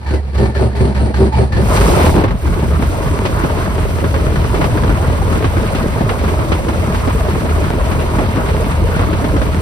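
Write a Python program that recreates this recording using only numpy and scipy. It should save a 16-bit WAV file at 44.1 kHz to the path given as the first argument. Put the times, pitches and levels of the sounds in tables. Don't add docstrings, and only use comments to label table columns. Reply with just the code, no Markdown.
import sys
import numpy as np
from scipy import signal
from scipy.fft import irfft, next_fast_len
from scipy.io import wavfile
from scipy.ndimage import uniform_filter1d

SR = 44100
rng = np.random.default_rng(int(sys.argv[2]) if len(sys.argv) > 2 else 0)


def master(y):
    cut = np.clip(np.atleast_2d(y).T, -1, 1)
    pcm = np.round(cut * 32767)
    wavfile.write(sys.argv[1], SR, pcm.astype(np.int16))


N = 423801

# (frequency [Hz], relative level per Hz [dB])
BUFFET_SPECTRUM = [(15, -29), (19, -18), (31, -3), (48, 7.5), (65, 3.5), (86, 3.5), (145, -7.5),
                   (260, -11.5), (340, -51), (570, -120)]
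# (frequency [Hz], relative level per Hz [dB])
ROAR_SPECTRUM = [(59, -35), (100, -1), (273, -13.5), (426, -10.5), (469, -9), (605, -5), (780, -13.5),
                 (960, -8), (1140, -9.5), (1520, -15.5), (4500, -35), (5850, -65)]
# (frequency [Hz], relative level per Hz [dB])
HISS_SPECTRUM = [(2000, 11.5), (3500, 3.5), (4700, 4), (6500, 2), (9000, 3.5), (11500, -2.5), (14000, -2),
                 (16000, -22)]
# (frequency [Hz], relative level per Hz [dB])
PUFF_SPECTRUM = [(500, -3), (1000, 9.5), (2200, 1), (4500, -6), (7000, -45), (14000, -47)]
# (time [s], buffet [dB], wash roar [dB], hiss [dB])
RUNNING_LEVELS = [(1.55, -19, -43, -68), (1.62, -16, -27, -38), (1.742, -15.5, -17, -26.5),
                  (2.075, -16, -15, -27.5), (2.125, -17, -36, -33), (2.17, -16, -17, -33.5),
                  (2.245, -17, -20, -40), (2.28, -13.5, -28, -49), (2.4, -23, -29, -41.5),
                  (2.47, -16.5, -22, -36.5), (2.68, -16.5, -25, -38), (3.3, -18.5, -21, -36),
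                  (3.75, -18.5, -23, -36.5), (4.7, -16.5, -21, -36.5), (6.5, -18.5, -22, -36.5),
                  (8.7, -17, -21, -36.5), (9.61, -18, -22.5, -37.5)]
# (frequency [Hz], width [Hz], relative level [dB])
COWLING_MODES = [(148, 135, 1.5), (264, 250, -5), (411.5, 85, -2), (628.6, 62, -6), (922, 170, -10),
                 (1270, 1600, -11)]
# (time [s], crack [dB], thump [dB], tick [dB])
LOUD_BLOWS = [(1.762, -18, -30, -24), (1.812, -16, -14, -37), (1.881, -30, -10, -36),
              (1.937, -35, -30, -34), (2.045, -23, -25, -42), (2.149, -26, -12, -43), (2.176, -27, -9, -35),
              (2.081, -28, -14, -47), (2.237, -18.5, -9.5, -34), (2.279, -24.5, -24, -38),
              (2.307, -26, -19.5, -42), (2.631, -33, -15, -48), (2.793, -30, -17.5, -47),
              (2.823, -20.5, -15.5, -48), (2.984, -30, -32, -41), (3.251, -23, -13.5, -23.5),
              (3.436, -23, -8, -41), (3.585, -30, -19, -40), (3.78, -25, -18, -40), (4.04, -21.5, -12, -41),
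              (4.141, -18, -25, -48), (4.356, -20.5, -20, -34), (4.441, -22, -16, -35),
              (4.542, -22, -15, -32), (4.611, -29, -6.5, -33), (4.641, -18.5, -15, -30),
              (4.772, -20, -22, -38), (4.834, -21, -10.5, -44), (4.893, -21, -11, -48),
              (5.039, -37, -26, -50), (5.317, -42, -18, -34), (5.354, -26, -16, -44),
              (5.441, -17.5, -11.5, -27.5), (5.567, -21, -16.5, -46), (5.641, -26, -18, -46),
              (5.7475, -24, -17, -27.5), (6.006, -29, -9, -42), (6.091, -16.5, -17, -28.5),
              (6.237, -30, -15.5, -38), (6.287, -25, -20, -42), (6.389, -33, -13.5, -38),
              (6.518, -17, -8, -25), (6.6826, -22, -11, -33), (6.945, -22, -17, -30),
              (7.0726, -25, -9, -45), (7.445, -36, -14.5, -50), (7.491, -25, -22, -33),
              (7.6396, -23.5, -32, -36), (7.914, -21.5, -14, -32), (7.994, -24, -34, -36),
              (8.1846, -21.5, -11, -41), (8.369, -24, -11, -40), (8.486, -25, -24, -46),
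              (8.989, -36, -13.5, -37), (9.035, -34, -23, -46), (9.128, -23, -15.5, -31),
              (9.241, -24, -12.5, -30), (9.364, -23, -14, -40), (9.415, -20.5, -17, -31)]
# (frequency [Hz], share of power [0 to 1])
PORT_LIKENESS = [(30, 0.75), (250, 0.72), (600, 0.42), (1100, 0.65), (2000, 0.083), (3500, 0.17),
                 (5000, 0.18), (7000, 0.9), (10000, 1)]
# (middle [s], length [s], pitch at the middle [Hz], relative level [dB])
PINION_WHINES = [(0.082, 0.038, 1750, -40), (.1, 0.055, 840, -37.5), (.116, 0.041, 1510, -35),
                 (0.174, .06, 2010, -43), (.07, 0.037, 970, -43), (.13, .03, 1580, -41),
                 (.35, 0.025, 590, -32), (.352, 0.028, 1790, -39), (0.356, .04, 1140, -37)]
# (start [s], full load [s], end [s], airframe boom [dB], mount groan [dB], gear grind [dB], starter whirr [dB])
COMPRESSION_STROKES = [(0.058, 0.139, 0.22, -16, -21, -17.5, -34.5),
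                       (0.34, 0.418, 0.53, -14.5, -14.5, -13, -32.5),
                       (0.542, 0.621, 0.71, -13.5, -11.5, -11, -32),
                       (0.749, 0.819, 0.94, -13, -16, -11, -32.5),
                       (0.941, 1.018, 1.136, -13.5, -23, -11.5, -33.5),
                       (1.133, 1.213, 1.317, -13, -9.5, -10, -31.5),
                       (1.32, 1.398, 1.49, -12, -15, -10.5, -31.5),
                       (1.517, 1.594, 1.674, -17, -14.5, -12.5, -31.5)]
# (frequency [Hz], width [Hz], relative level [dB])
PANEL_MODES = [(114, 42, 9), (206.6, 42, 4), (513, 240, -12.5), (640, 31, -14), (753, 77, -15.5),
               (920, 72, -16)]
# (frequency [Hz], relative level per Hz [dB])
WHIRR_SPECTRUM = [(900, 8), (1800, 5.5), (2900, 0), (4400, -5.5), (6000, -10.5), (8000, -9), (9200, -34),
                  (10500, -10.5), (15000, -28)]
# (frequency [Hz], relative level [dB])
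HOUSING_MODES = [(870, 10), (1170, 4.5), (1500, -3.5), (1760, 5), (2020, -9), (2300, -1.5)]
# (frequency [Hz], relative level per Hz [dB])
BARK_SPECTRUM = [(180, -38), (300, 1), (398, 4), (475, -6), (608, 0), (717, -6), (929, -1), (1260, -20),
                 (5000, -31), (6500, -67)]
# (time [s], speed [turns per s])
SHAFT_SPEED = [(1.6, 11.1), (1.75, 13), (1.85, 14.3), (1.93, 19.6), (2.08, 20.4), (2.25, 19.5), (2.5, 17.5),
               (3.3, 19.6), (9.61, 19.9)]
# (time [s], level [dB])
DRONE_LEVEL = [(1.6, -39), (1.75, -12), (1.85, -9), (1.93, -18), (2.08, -11), (2.25, -51), (2.5, -21.5),
               (5.0, -28), (6.0, -25), (9.61, -23.5)]

# attack s, build-up before full load s, release s,
# then dB under full load before it, after it and between strokes
BOOM_SHAPE, GROAN_SHAPE = (0.025, 0.03, 0.04, 1.5, 5, 14), (0.027, 0.037, 0.028, 23, 17, 28)
GRIND_SHAPE, WHIRR_SHAPE = (0.014, 0.041, 0.026, 10.3, 6.8, 16), (0.0088, 0.02, 0.046, 0.42, 3.7, 11.8)
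BOOM_START_HZ, BOOM_SAG_HZ_PER_S = 70.2, 1.59
BOOM_PAN_DB = -2.3
HUM_DB = -23
GROAN_HZ, GROAN_WIDTH_HZ = 381.6, 79
RASP_HZ, RASP_WIDTH_HZ, SQUEAL_HZ, SQUEAL_WIDTH_HZ = 4340, 870, 9000, 1400
WHINE_SAG_PER_S = 1.1
# first, loudest from, fade begins; level in dB, dB under it at the first firing
RICH_S, RICH_FADE_S, RICH_DB, RICH_START_DB = (1.64, 1.8, 2.2), 0.14, -19, 15
THUD_HZ, PING_HZ, SLAP_HZ, CLATTER_HZ = (54.9, 146.8), (282.5, 1490), (160, 486), (1200, 3095)
BLOW_SAG = 0.4
PORT_LAG_S, TOP_HZ = 1 / 4680, 15350

T = np.arange(N) / SR
SIZE = next_fast_len(N)
FREQ = np.arange(SIZE // 2 + 1) * SR / SIZE + 1e-3


def undb(db):
    return 10 ** (np.asarray(db) / 20)


def unit(x):
    return x / np.sqrt(np.mean(x ** 2))


def over_hz(points):
    hz, value = np.transpose(points)
    return np.interp(np.log(FREQ), np.log(hz), value)


def over_time(rows, fade_s=0.046):
    s, *columns = np.transpose(rows)
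    gate = np.clip(1 + np.minimum(T - s[0], s[-1] - T) / fade_s, 0, 1)
    return [uniform_filter1d(np.interp(T, s, c), size=200) for c in columns], gate


def over_strokes(full_db, shape):
    attack_s, build_s, release_s, before_db, after_db, between_db = shape
    start, full, end = np.transpose(COMPRESSION_STROKES)[:3]
    corners_s = [start, start + attack_s, full - build_s, full, end - release_s, end]
    under_db = [between_db, before_db, before_db, 0, after_db, between_db]
    s = np.maximum.accumulate(np.ravel(corners_s, "F"))
    db = np.interp(T, s, (full_db[:, None] - under_db).ravel())
    return uniform_filter1d(db, size=200)


def walk(rate):
    k = int(SR / rate)
    held = np.repeat(rng.standard_normal(N // k + 1), k)
    return unit(uniform_filter1d(uniform_filter1d(held, k), k)[:N])


def colour(points):
    return undb(over_hz(points)) * (FREQ > points[0][0]) * (FREQ < points[-1][0])


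def mode(hz, width_hz):
    return 1 / (1 + ((FREQ - hz * hz / FREQ) / width_hz) ** 2)


def modes(table):
    return sum(undb(db) * mode(hz, width_hz) for hz, width_hz, db in table)


def air(gain):
    like = np.clip(over_hz(PORT_LIKENESS), 0, 1)
    shared, left, right = rng.standard_normal((3, len(FREQ), 2)) @ [1, 1j]
    turn = np.exp(1j * np.pi * FREQ * PORT_LAG_S * np.where(FREQ < 3500, 1, -1))
    pair = np.sqrt(like) * shared * [turn, 1 / turn] + np.sqrt(1 - like) * np.array([left, right])
    return unit(irfft(pair * gain, SIZE)[:, :N])


def turbulent(points, common_db, own_db, rate, count):
    gain, out = colour(points), 0
    span = np.log(points[-1][0] / points[0][0])
    place = np.log(FREQ / points[0][0]) / span * (count - 1)
    for k in range(count):
        band = gain * np.sqrt(np.clip(1 - abs(place - k), 0, 1))
        flicker_db = own_db * (walk(rate) + 1.67 * walk(3 * rate))
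        strength = np.sqrt(np.sum(band ** 2))
        out = out + strength * air(band) * undb(common_db + flicker_db)
    return unit(out)


def bursts(times, db, rise_s, fall_s):
    kicks = np.zeros(N)
    kicks[(np.asarray(times) * SR).astype(int)] = undb(db)
    t = T[:SR // 4]
    shape = (1 - np.exp(-t / rise_s)) * np.exp(-t / fall_s)
    return signal.fftconvolve(kicks, shape / shape.max())[:N]


def rattle(times, spread_db, rise_s, fall_s):
    return unit(bursts(times, spread_db * rng.standard_normal(len(times)), rise_s, fall_s))


def thuds(times, db, range_hz, cycles, wide):
    chance = rng.uniform(-1, 1, (len(times), 4))
    hz = range_hz[0] * (range_hz[1] / range_hz[0]) ** ((1 + chance[:, 0]) / 2)
    out = np.zeros((2, N + SR))
    for s, gain, f, (sign, *side) in zip(times, undb(db), hz, chance[:, 1:]):
        t = T[:int(2 * np.pi * cycles * SR / f)]
        turns = f * t + BLOW_SAG * (1 - np.exp(-f * t))
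        envelope = np.exp(-f * t / cycles) * np.minimum(f * t / (0.27 * cycles), 1)
        tone = np.sin(2 * np.pi * turns) * envelope * np.sqrt(range_hz[0] / f)
        ports = np.sign(sign) + wide * np.array(side)
        out[:, int(s * SR):][:, :len(t)] += gain * np.outer(ports, tone)
    return np.array([out[0], np.roll(out[1], int(PORT_LAG_S * SR))])[:, :N]


def scattered(count, spread_db, range_hz, cycles, wide):
    times = rng.uniform(0, T[-1], count)
    return unit(thuds(times, spread_db * rng.standard_normal(count), range_hz, cycles, wide))


def singing(table):
    out = 0
    for hz, _, db in table:
        phase = 2 * np.pi * np.cumsum(hz * (1 + 0.022 * walk(9.7))) / SR
        out = out + undb(db + 2.8 * walk(25.24)) * np.sin(phase)
    return unit(out)


def firings(angle):
    s = T[1:][np.diff(angle // np.pi) > 0]
    return np.clip(s + 0.002745 * rng.standard_normal(len(s)), 0, T[-1])


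def cowling_knocks(times, spread_db):
    at, out = (times * SR).astype(int), 0
    blow = undb(spread_db * rng.standard_normal((len(at), 1)))
    for hz, width_hz, db in COWLING_MODES:
        kicks = np.zeros((2, N))
        share = rng.standard_normal((len(at), 3))
        kicks[:, at] = (blow * (share[:, :1] + min(hz / 700, 1.5) * share[:, 1:])).T
        ring = signal.iirpeak(hz, hz / width_hz, SR)
        out = out + undb(db) * unit(signal.lfilter(*ring, signal.lfilter(*ring, kicks)))
    return unit(out)


def canopy_buffet(gust, fired):
    noise = turbulent(BUFFET_SPECTRUM, 0.5 * gust, 0.59, 10, count=3)
    thud = thuds(fired, 2.75 * rng.standard_normal(len(fired)), THUD_HZ, cycles=1.42, wide=0.54)
    return 1.09 * noise + 0.66 * unit(thud)


def wash_roar(gust, fired, angle):
    beat_db = 0.16 * np.cos(2 * angle) + 0.68 * np.cos(angle)
    roar = turbulent(ROAR_SPECTRUM, 0.86 * gust + beat_db, 1.36, 18, count=7)
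    knock = cowling_knocks(fired, 3.3) + 0.53 * cowling_knocks(rng.uniform(0, T[-1], 900), 3.3)
    puff = rattle(fired, 3.2, rise_s=0.006, fall_s=0.012) * air(colour(PUFF_SPECTRUM))
    ping = scattered(1200, 2.66, PING_HZ, cycles=4.9, wide=1.0)
    clatter = scattered(2000, 2.7, CLATTER_HZ, cycles=11.6, wide=0.9)
    slap = scattered(500, 3.3, SLAP_HZ, cycles=2.2, wide=0.49)
    gusty = 0.16 * clatter * undb(1.1 * gust) + 0.57 * knock * undb(0.71 * gust)
    return 0.7 * roar + 0.4 * slap + gusty + 0.2 * puff + 0.6 * ping


def valve_hiss(gust, angle):
    beat_db = 0.54 * np.cos(angle) + 0.63 * np.cos(2 * angle + 0.97)
    return turbulent(HISS_SPECTRUM, 0.5 * gust + beat_db, 0.74, 25, count=4)


def wash(angle):
    (buffet_db, roar_db, hiss_db), gate = over_time(RUNNING_LEVELS, fade_s=0.12)
    gust = walk(14) + 0.27 * walk(45)
    fired = firings(angle)
    buffet = undb(buffet_db) * canopy_buffet(gust, fired)
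    roar = undb(roar_db) * wash_roar(gust, fired, angle)
    return gate * (buffet + roar + undb(hiss_db) * valve_hiss(gust, angle))


def loud_blows():
    s, crack_db, thump_db, tick_db = np.transpose(LOUD_BLOWS)
    crack = bursts(s, crack_db, rise_s=0.00061, fall_s=0.016) * air(mode(1140, 1130))
    tick = bursts(s, tick_db, rise_s=0.0062, fall_s=0.015) * air(mode(2400, 2100))
    thump = 0.76 * bursts(s, thump_db, rise_s=0.0026, fall_s=0.017) * air(mode(180, 500))
    low_blow = 2.0 * thuds(s, thump_db, SLAP_HZ, cycles=1.48, wide=0.3)
    high_blow = 1.7 * thuds(s, crack_db, PING_HZ, cycles=2.1, wide=1.5)
    return crack + tick + thump + low_blow + high_blow


def pinion_whines():
    out = 0
    for middle_s, length_s, hz, db in PINION_WHINES:
        t = T - middle_s
        swell = np.exp(-(2 * t / length_s) ** 2)
        tone = np.sin(2 * np.pi * hz * t * (1 - WHINE_SAG_PER_S / 2 * t))
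        out = out + undb(db) * np.sqrt(2) * swell * tone
    return undb(2.6 * walk(90)) * out


def airframe_boom():
    hz = (BOOM_START_HZ - BOOM_SAG_HZ_PER_S * T) * (1 + 0.0049 * walk(4.5))
    boom = np.sqrt(2) * np.sin(2 * np.pi * np.cumsum(hz) / SR) + 0.3 * air(mode(58.5, 43))
    return boom * undb(BOOM_PAN_DB * np.array([[0.5], [-0.5]]))


def mount_groan():
    tone = np.sin(2 * np.pi * np.cumsum(GROAN_HZ * (1 + 0.0118 * walk(22))) / SR)
    return tone + 0.53 * air(mode(GROAN_HZ, GROAN_WIDTH_HZ)) + 0.44 * singing(PANEL_MODES[1:])


def gear_grind():
    panels = air(modes(PANEL_MODES) + undb(-13.0) * mode(330, 380))
    return 0.89 * panels + 0.3 * scattered(900, 2.9, (300, 1000), cycles=11.0, wide=1.0)


def housing():
    return unit(sum(undb(db + 4.4 * walk(22.38)) * air(mode(hz, 140)) for hz, db in HOUSING_MODES))


def starter_whirr():
    noise = air(colour(WHIRR_SPECTRUM)) + 0.35 * air(mode(RASP_HZ, RASP_WIDTH_HZ))
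    return noise + 1.02 * housing() + 0.54 * scattered(1000, 2.6, CLATTER_HZ, cycles=21.0, wide=0.6)


def starter():
    shapes = BOOM_SHAPE, GROAN_SHAPE, GRIND_SHAPE, WHIRR_SHAPE
    full_levels = np.transpose(COMPRESSION_STROKES)[3:]
    boom_db, groan_db, grind_db, whirr_db = map(over_strokes, full_levels, shapes)
    gate = np.clip(1 + (COMPRESSION_STROKES[-1][2] - T) / 0.041, 0, 1)
    hum = undb(HUM_DB) * np.clip(T / 0.2, 0, 1) * np.where(T < COMPRESSION_STROKES[1][1], 1, 0.45)
    low = (undb(boom_db) + hum) * airframe_boom() + undb(groan_db) * mount_groan()
    squeal = undb(grind_db - 31.0) * air(mode(SQUEAL_HZ, SQUEAL_WIDTH_HZ))
    teeth = 0.83 + 0.32 * rattle(rng.uniform(0, T[-1], 900), 0.92, rise_s=0.0017, fall_s=0.0056)
    gears = undb(grind_db) * gear_grind() + undb(whirr_db) * starter_whirr()
    return gate * (low + squeal + teeth * gears)


def rich_firings(angle):
    first, loud, last = RICH_S
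    db = RICH_DB - RICH_START_DB * np.clip((loud - T) / (loud - first), 0, 1)
    gate = (T > first) * np.clip(1 + (last - T) / RICH_FADE_S, 0, 1) ** 2
    beat = 0.5 + 0.56 * rattle(firings(angle), 3.3, rise_s=0.0018, fall_s=0.021)
    bark = beat * air(colour(BARK_SPECTRUM))
    return gate * undb(db) * (bark + 0.65 * cowling_knocks(firings(angle), 2.5))


def engine():
    (turns,), gate = over_time(SHAFT_SPEED)
    drone_db = np.interp(T, *np.transpose(DRONE_LEVEL)) + 2.0 * walk(9)
    angle = 2 * np.pi * np.cumsum(turns * (1 + 0.00565 * walk(6))) / SR
    drone = np.sqrt(2) * undb(drone_db) * np.sin(4 * angle)
    return gate * drone, angle


def scene():
    drone, angle = engine()
    return wash(angle) + loud_blows() + pinion_whines() + starter() + rich_firings(angle) + drone


def record(dry):
    thin = signal.sosfilt(signal.butter(2, 39, "high", fs=SR, output="sos"), dry)
    rounded = np.tanh(1.154 * thin)
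    return signal.sosfilt(signal.ellip(10, 0.2, 80, TOP_HZ, fs=SR, output="sos"), rounded)


dry = scene()
out = record(dry)
master(out)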